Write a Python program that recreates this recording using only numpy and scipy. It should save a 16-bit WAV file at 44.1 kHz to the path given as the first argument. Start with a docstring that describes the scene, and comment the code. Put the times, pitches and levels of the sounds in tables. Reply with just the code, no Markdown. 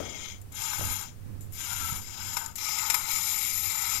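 """Toy robots in a tabletop arena

Two toy robots drive in bursts round a plastic arena: gear teeth chatter through their shells and
wheels roll on the board. Gears snap as a motor starts or stops and whine once, a tyre scrapes, and
the robots knock into things. All this is on the left, with a few dull bumps on the hand-held camera;
the right carries little but the camera's low rumble, its ticks and one thump."""
import sys
import numpy as np
from scipy import signal
from scipy.fft import rfft, irfft, next_fast_len
from scipy.io import wavfile
from scipy.ndimage import uniform_filter1d, map_coordinates

SR = 44100
rng = np.random.default_rng(int(sys.argv[2]) if len(sys.argv) > 2 else 0)


def wrap_up_sound(samples):
    """Save the sound to the file named by the first command line argument, as 16-bit audio."""
    columns = np.atleast_2d(samples).T
    # keep every value between -1 and 1, then stretch to whole-number steps
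    tamed = np.clip(columns, -1, 1)
    steps = np.round(tamed * 32767).astype(np.int16)
    wavfile.write(sys.argv[1], SR, steps)


N = 176400

# Shell and board resonances, voiced for each robot position (frequency [Hz], width [Hz],
# at the back wall [dB], crossing the middle [dB], turning [dB], close by [dB])
SHELL_MODES = [(905, 80, -9, -3, -6, -8.5), (1290, 115, -7, -5, -10, -9), (1540, 110, -13, -7, -9, -24),
               (2210, 200, -1, -8.5, -9.5, -6), (2760, 200, -12, -12, -11, -14),
               (3260, 220, -1, -11, -12, -15), (3930, 330, -10, -12, -13, -11),
               (5110, 290, -7, -10, -6, -8), (5560, 170, -17, -12, -12, -12), (6050, 130, -2, -8, -10, -8),
               (6430, 230, -2, -8, -9, -9), (7070, 150, 0, 0, 0, -.5), (7440, 240, -16, -10, -7, -5),
               (8700, 150, -12, -11, -17, -12), (9250, 210, -26, -14, -17, -11),
               (10000, 260, -22, -15, -22, -12), (10850, 250, -35, -10, -18, -9),
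               (11530, 230, -21, -8, -11, -6), (11890, 90, -8, -5, -6, 1.5), (12590, 140, -26, -6, -10, -2),
               (13270, 200, -27, -7, -13, -6)]
# Envelope and tone of each run (time [s], gear level [dB], wheel roll gain [dB], treble gain [dB])
FAR_RUN = [(0, -40, 8, 2), (.13, -38, 0, -1), (.26, -36, -1, 0), (.32, -39, -4, 1), (.38, -53, -3, 0)]
FIRST_RUN = [(0.53, -45.5, -1.5, 1), (0.57, -33.5, -6.5, -0.5), (0.65, -26.5, -3, -3.5), (0.8, -31.5, 0, 2),
             (0.93, -29, -3, 2.5), (1.03, -33.5, -0.5, -1.5), (1.09, -42, -5, -10.5), (1.14, -57, -1, -17)]
SECOND_RUN = [(1.535, -44.5, -15, 5), (1.59, -31.5, -7.5, -2.5), (1.7, -30, -2, 1), (1.86, -29.5, -4.5, 0),
              (1.97, -31.5, 0, 2), (2.03, -44.5, 1, 0)]
SLOW_TURN = [(2.02, -42, -14, 6), (2.09, -38.5, -3, -3), (2.22, -34.5, 2.5, 0), (2.34, -33, 3, 4),
             (2.42, -34.5, 8, 5), (2.485, -43, 10, 6), (2.54, -51.5, 8, 1)]
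LAST_RUN = [(2.585, -30.5, -1, -5), (2.66, -25.5, 1.5, -4.5), (2.86, -25.5, 4.5, -5.5), (2.98, -28, 8, 1.5),
            (3.05, -29, 4.5, -5.5), (3.11, -24, -1, -1.5), (3.35, -25, -1.5, -1.5), (3.6, -28, -5.5, 2.5),
            (3.73, -25.5, 1, -2), (3.98, -24.5, 1.5, -2.5)]


def robot_runs():
    """Five bursts of driving, each coloured by where the robot is in the arena."""
    hz, width, *levels = np.transpose(SHELL_MODES)
    far, middle, turning, near = (list(zip(hz, width, db)) for db in levels)
    return (drive(FAR_RUN, far) + drive(FIRST_RUN, middle) + drive(SECOND_RUN, middle)
            + drive(SLOW_TURN, turning) + drive(LAST_RUN, near))


def drive(run, modes, teeth_per_s=7000, spread_db=.5, judder_db=.8, rise_db_s=900, fall_db_s=500):
    """Dense, irregular tooth impacts ring the shell; the low band stands for the rolling wheels."""
    t = clock()
    times, gear_db, roll_db, treble_db = np.transpose(run)
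    teeth = (rng.random(N) < teeth_per_s / SR) * rng.choice([-1, 1], N)
    teeth = teeth * amp(spread_db * rng.standard_normal(N))
    bands = shell_bands(flutter(teeth), modes)
    fade_db = rise_db_s * np.maximum(times[0] - t, 0) + fall_db_s * np.maximum(t - times[-1], 0)
    level_db = np.interp(t, times, gear_db) - fade_db + judder_db * wobble(knots_per_s=80)
    tilts_db = np.interp(t, times, roll_db), 0, np.interp(t, times, treble_db)
    return sum(band * amp(level_db + tilt) for band, tilt in zip(bands, tilts_db))


def flutter(x, width_hz=1000, length_s=.03, depth_db=1.7, frame=256):
    """Loose parts rattle on their own: patches of the spectrum briefly swell and sink."""
    spectrum = signal.stft(x, nperseg=frame)[2]
    swell = uniform_filter1d(rng.standard_normal(spectrum.shape), round(width_hz * frame / SR), axis=0)
    swell = uniform_filter1d(swell, round(length_s * SR / frame), axis=1)
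    return signal.istft(spectrum * amp(depth_db * unit(swell)), nperseg=frame)[1][:N]


# Ring of plastic hit from outside (frequency [Hz], width [Hz], level [dB])
KNOCK_MODES = [(950, 100, 0), (1330, 170, -5), (2200, 280, 0), (3800, 600, -7), (5400, 400, 0),
               (6300, 280, -5), (7200, 340, 1), (9700, 1400, -9), (11800, 400, -2), (12750, 550, -4)]
# Collisions (time [s], level [dB], body gain [dB], treble gain [dB])
KNOCKS = [(.731, -31, 13, 0), (2.3685, -22.5, 4, 0), (2.9005, -15, -1, -3), (2.9425, -18.5, 0, 4)]


def knocks(hold_s=.004, t60_s=.055):
    """A robot hits something and its loose plastic parts rattle briefly."""
    body, crack, treble = shell_bands(rng.standard_normal(N), KNOCK_MODES)
    return sum(amp(db) * burst(s, hold_s, t60_s) * (amp(body_db) * body + crack + amp(treble_db) * treble)
               for s, db, body_db, treble_db in KNOCKS)


# Bright ring of a gear snap (frequency [Hz], width [Hz], level [dB])
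SNAP_MODES = [(4640, 3800, -16.5), (7240, 580, 0.5), (11660, 1160, -3)]
# Snap cues (time [s], level [dB], treble gain [dB], 60 dB decay [s])
SNAPS = [(.414, -47, 3, .06), (.521, -42, 0, .1), (.620, -27, -2, .05), (1.408, -45, 2, .22),
         (1.523, -45, 4, .1), (2.461, -26, -6, .018), (2.556, -27, -3, .1)]


def gear_snaps(hold_s=.002):
    """The gears snap with a short rattle as a motor starts or stops."""
    body, crack, treble = shell_bands(rng.standard_normal(N), SNAP_MODES)
    return sum(amp(db) * burst(s, hold_s, t60) * (body + crack + amp(treble_db) * treble)
               for s, db, treble_db, t60 in SNAPS)


# Gear whine, then tyre scrape (start [s], end [s], from [Hz], to [Hz], width [Hz], level [dB])
WHINE_AND_SCRAPE = [(1.73, 1.95, 1395, 1305, 28, -39.5), (2.63, 2.78, 5650, 5300, 450, -33)]


def whine_and_scrape(fade_s=.17):
    """A rough gear whine, then a short hissing tyre scrape: noise bands that sag in pitch."""
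    t, out = clock(), np.zeros(N)
    for start, end, first_hz, last_hz, width, db in WHINE_AND_SCRAPE:
        phase = 2 * np.pi * np.cumsum(np.interp(t, [start, end], [first_hz, last_hz])) / SR
        lowpass = 1 / (1 + (freqs() / width) ** 2)
        rough_cos, rough_sin = (filtered(row, lowpass) for row in rng.standard_normal((2, N)))
        fade = np.clip(np.minimum(t - start, end - t) / fade_s + .5, 0, 1)
        out += amp(db) * fade * unit(rough_cos * np.cos(phase) + rough_sin * np.sin(phase))
    return out


# Notches where the shell's modes cancel (frequency [Hz], width [Hz])
SHELL_HOLLOWS = [(1630, 30), (4420, 43), (5850, 27), (8250, 57)]


def shell_response(modes, low_hz=580, treble_cut_hz=14400, hollow_db=-5.5):
    """Plastic shell resonances with little bass, followed by a steep treble cut."""
    f = freqs()
    power = sum(amp(db) ** 2 / (1 + ((f - hz) / width) ** 2) ** 2 for hz, width, db in modes)
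    power = power / (1 + (low_hz / (f + 1)) ** 8) / (1 + (f / treble_cut_hz) ** 160)
    for hz, width in SHELL_HOLLOWS:
        power *= amp(hollow_db * np.exp(-((f - hz) / width) ** 2)) ** 2
    # Minimum phase, so the ring follows the hit
    cepstrum = irfft(np.log(power + 1e-12) / 2)
    cepstrum[1:len(f) - 1] *= 2
    cepstrum[len(f):] = 0
    return np.exp(rfft(cepstrum))


def shell_bands(excitation, modes, body_hz=1720, treble_hz=8000):
    """The shell ringing in the arena, split into body, middle and treble."""
    ring = unit(wall_echoes(filtered(excitation, shell_response(modes))))
    below_middle, below_treble = (1 / (1 + (freqs() / hz) ** 16) for hz in (body_hz, treble_hz))
    return [filtered(ring, gain) for gain in (below_middle, below_treble - below_middle, 1 - below_treble)]


def wall_echoes(x, gap_s=.003, decay_s=.016, wet_db=-8, shift_s=1.0):
    """The low walls add a short spray of echoes; patterns crossfade as the robots move."""
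    t = np.arange(SR // 20) / SR
    wet = np.zeros(N)
    for centre in np.arange(0, N / SR + shift_s, shift_s):
        echoes = rng.standard_normal(len(t)) * np.exp(-t / decay_s) * (t > gap_s)
        crossfade = np.sqrt(np.maximum(1 - np.abs(clock() - centre) / shift_s, 0))
        wet += signal.oaconvolve(x * crossfade, echoes / np.linalg.norm(echoes))[:N]
    return x + amp(wet_db) * wet


# Bump cues (time [s], level [dB], 60 dB decay [s])
BUMPS = [(.002, -24, 0.087), (0.027, -35.5, 0.8), (.811, -20, 0.017), (0.819, -37.5, 0.34)]
# Muffled tone of a bump (frequency [Hz], level [dB])
BUMP_COLOUR = [(30, -15), (70, -1), (170, -1.5), (450, -6), (750, -8), (1300, -28), (4000, -40)]


def camera_bumps():
    """Soft bumps on the camera's left side die away as dull noise."""
    return noise(BUMP_COLOUR) * sum(amp(db) * burst(s, 0, t60) for s, db, t60 in BUMPS)


# Swells of the camera body's boom (time [s], level [dB])
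BOOM_SWELLS = [(0.34,-48.5), (0.46,-44.5), (0.73,-50.5), (0.8,-36.5), (0.91,-34.5), (0.98,-46), (1.2,-47.5),
               (1.3,-36), (1.41,-38.5), (1.68,-49), (1.82,-39), (2.0,-40.5), (2.15,-51), (2.28,-42),
               (2.45,-56), (2.58,-54), (2.65,-66), (3.02,-61), (3.14,-46), (3.3,-68), (3.52,-48.5),
               (3.68,-44), (3.8,-72), (3.97,-43.5)]
# Broad rumble around the boom (frequency [Hz], level [dB])
BOOM_SKIRT = [(15, -2), (60, -6), (130, -8), (200, -13), (350, -22.5), (800, -37.5), (2000, -42.5),
              (6000, -71)]


def handling_rumble(boom_hz=95.4, width_hz=20.5, steadiness=.48, skirt_db=-1.5):
    """The hand's movements make the camera body boom at one low resonance."""
    resonance = 1 / (1 + ((freqs() - boom_hz) / width_hz * 2) ** 4)
    ring = signal.hilbert(filtered(rng.standard_normal(N), resonance))
    boom = unit(ring.real / (np.abs(ring) + 1e-9) ** steadiness)  # partly evens out the beating
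    swell = amp(np.interp(clock(), *np.transpose(BOOM_SWELLS)))
    return swell * (boom + amp(skirt_db) * noise(BOOM_SKIRT))


# Tick cues (time [s], peak [dB])
TICKS = [(0.796, -23.5), (0.925, -29)]


def case_ticks(decay_s=.0022):
    """The camera's case ticks: a sharp step that dies at once."""
    t = clock()
    return sum(amp(db) * (t >= s) * np.exp(-np.abs(t - s) / decay_s) for s, db in TICKS)


def camera_thump(time_s=1.926, peak_db=-22, width_s=.003):
    """One hard push on the camera body gives a rounded pressure pulse."""
    offset = (clock() - time_s) / width_s
    return -amp(peak_db) * (1 - 2 * offset ** 2) * np.exp(-offset ** 2)


# Tone of the noise bed on each side (frequency [Hz], level [dB])
LEFT_BED = [(25, -16), (60, 7), (170, -0.5), (600, -14.5), (1500, -20.5), (4000, -28), (12000, -26)]
RIGHT_BED = [(12, 9.5), (25, -6), (60, -9), (110, 1), (170, -32), (300, -25.5), (4000, -34)]


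def background(left_db=-48.5, right_db=-49):
    """A steady bed of low rumble and faint hiss, separate on each side."""
    return np.array([amp(left_db) * noise(LEFT_BED), amp(right_db) * noise(RIGHT_BED)])


def amp(db):
    """Decibels to amplitude."""
    return 10 ** (np.asarray(db) / 20)


def unit(x):
    """Scale to an rms of 1."""
    return x / np.sqrt(np.mean(x ** 2) + 1e-20)


def clock():
    """Sample times in seconds."""
    return np.arange(N) / SR


def freqs():
    """The frequencies in Hz on which filters are drawn."""
    return np.fft.rfftfreq(2 * next_fast_len(N // 2 + 8192), 1 / SR)


def filtered(x, gain):
    """Apply a response drawn on freqs()."""
    size = 2 * len(gain) - 2
    return irfft(rfft(x, size) * gain, size)[:N]


def wobble(knots_per_s):
    """A smooth random curve."""
    knots = rng.standard_normal(int(N * knots_per_s / SR) + 4)
    return map_coordinates(knots, [clock() * knots_per_s])


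def noise(colour):
    """Noise of rms 1, shaped by points of (frequency [Hz], level [dB])."""
    hz, db = np.transpose(colour)
    gain = amp(np.interp(np.log(freqs() + 1), np.log(hz), db))
    return unit(filtered(rng.standard_normal(N), gain))


def burst(start, hold, t60):
    """Sudden attack, hold, exponential release."""
    t = clock() - start
    return (t >= 0) * amp(-60 * np.clip((t - hold) / t60, 0, 2))


def scene():
    """Robots and bumps on the left, handling noise on the right, over the noise bed."""
    left = knocks() + gear_snaps() + robot_runs() + whine_and_scrape() + camera_bumps()
    right = handling_rumble() + case_ticks() + camera_thump()
    return np.array([left, right]) + background()


def record(dry, top_hz=15800):
    """The camera keeps nothing above its band limit."""
    return np.array([filtered(channel, freqs() < top_hz) for channel in dry])


dry = scene()
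out = record(dry)
wrap_up_sound(out)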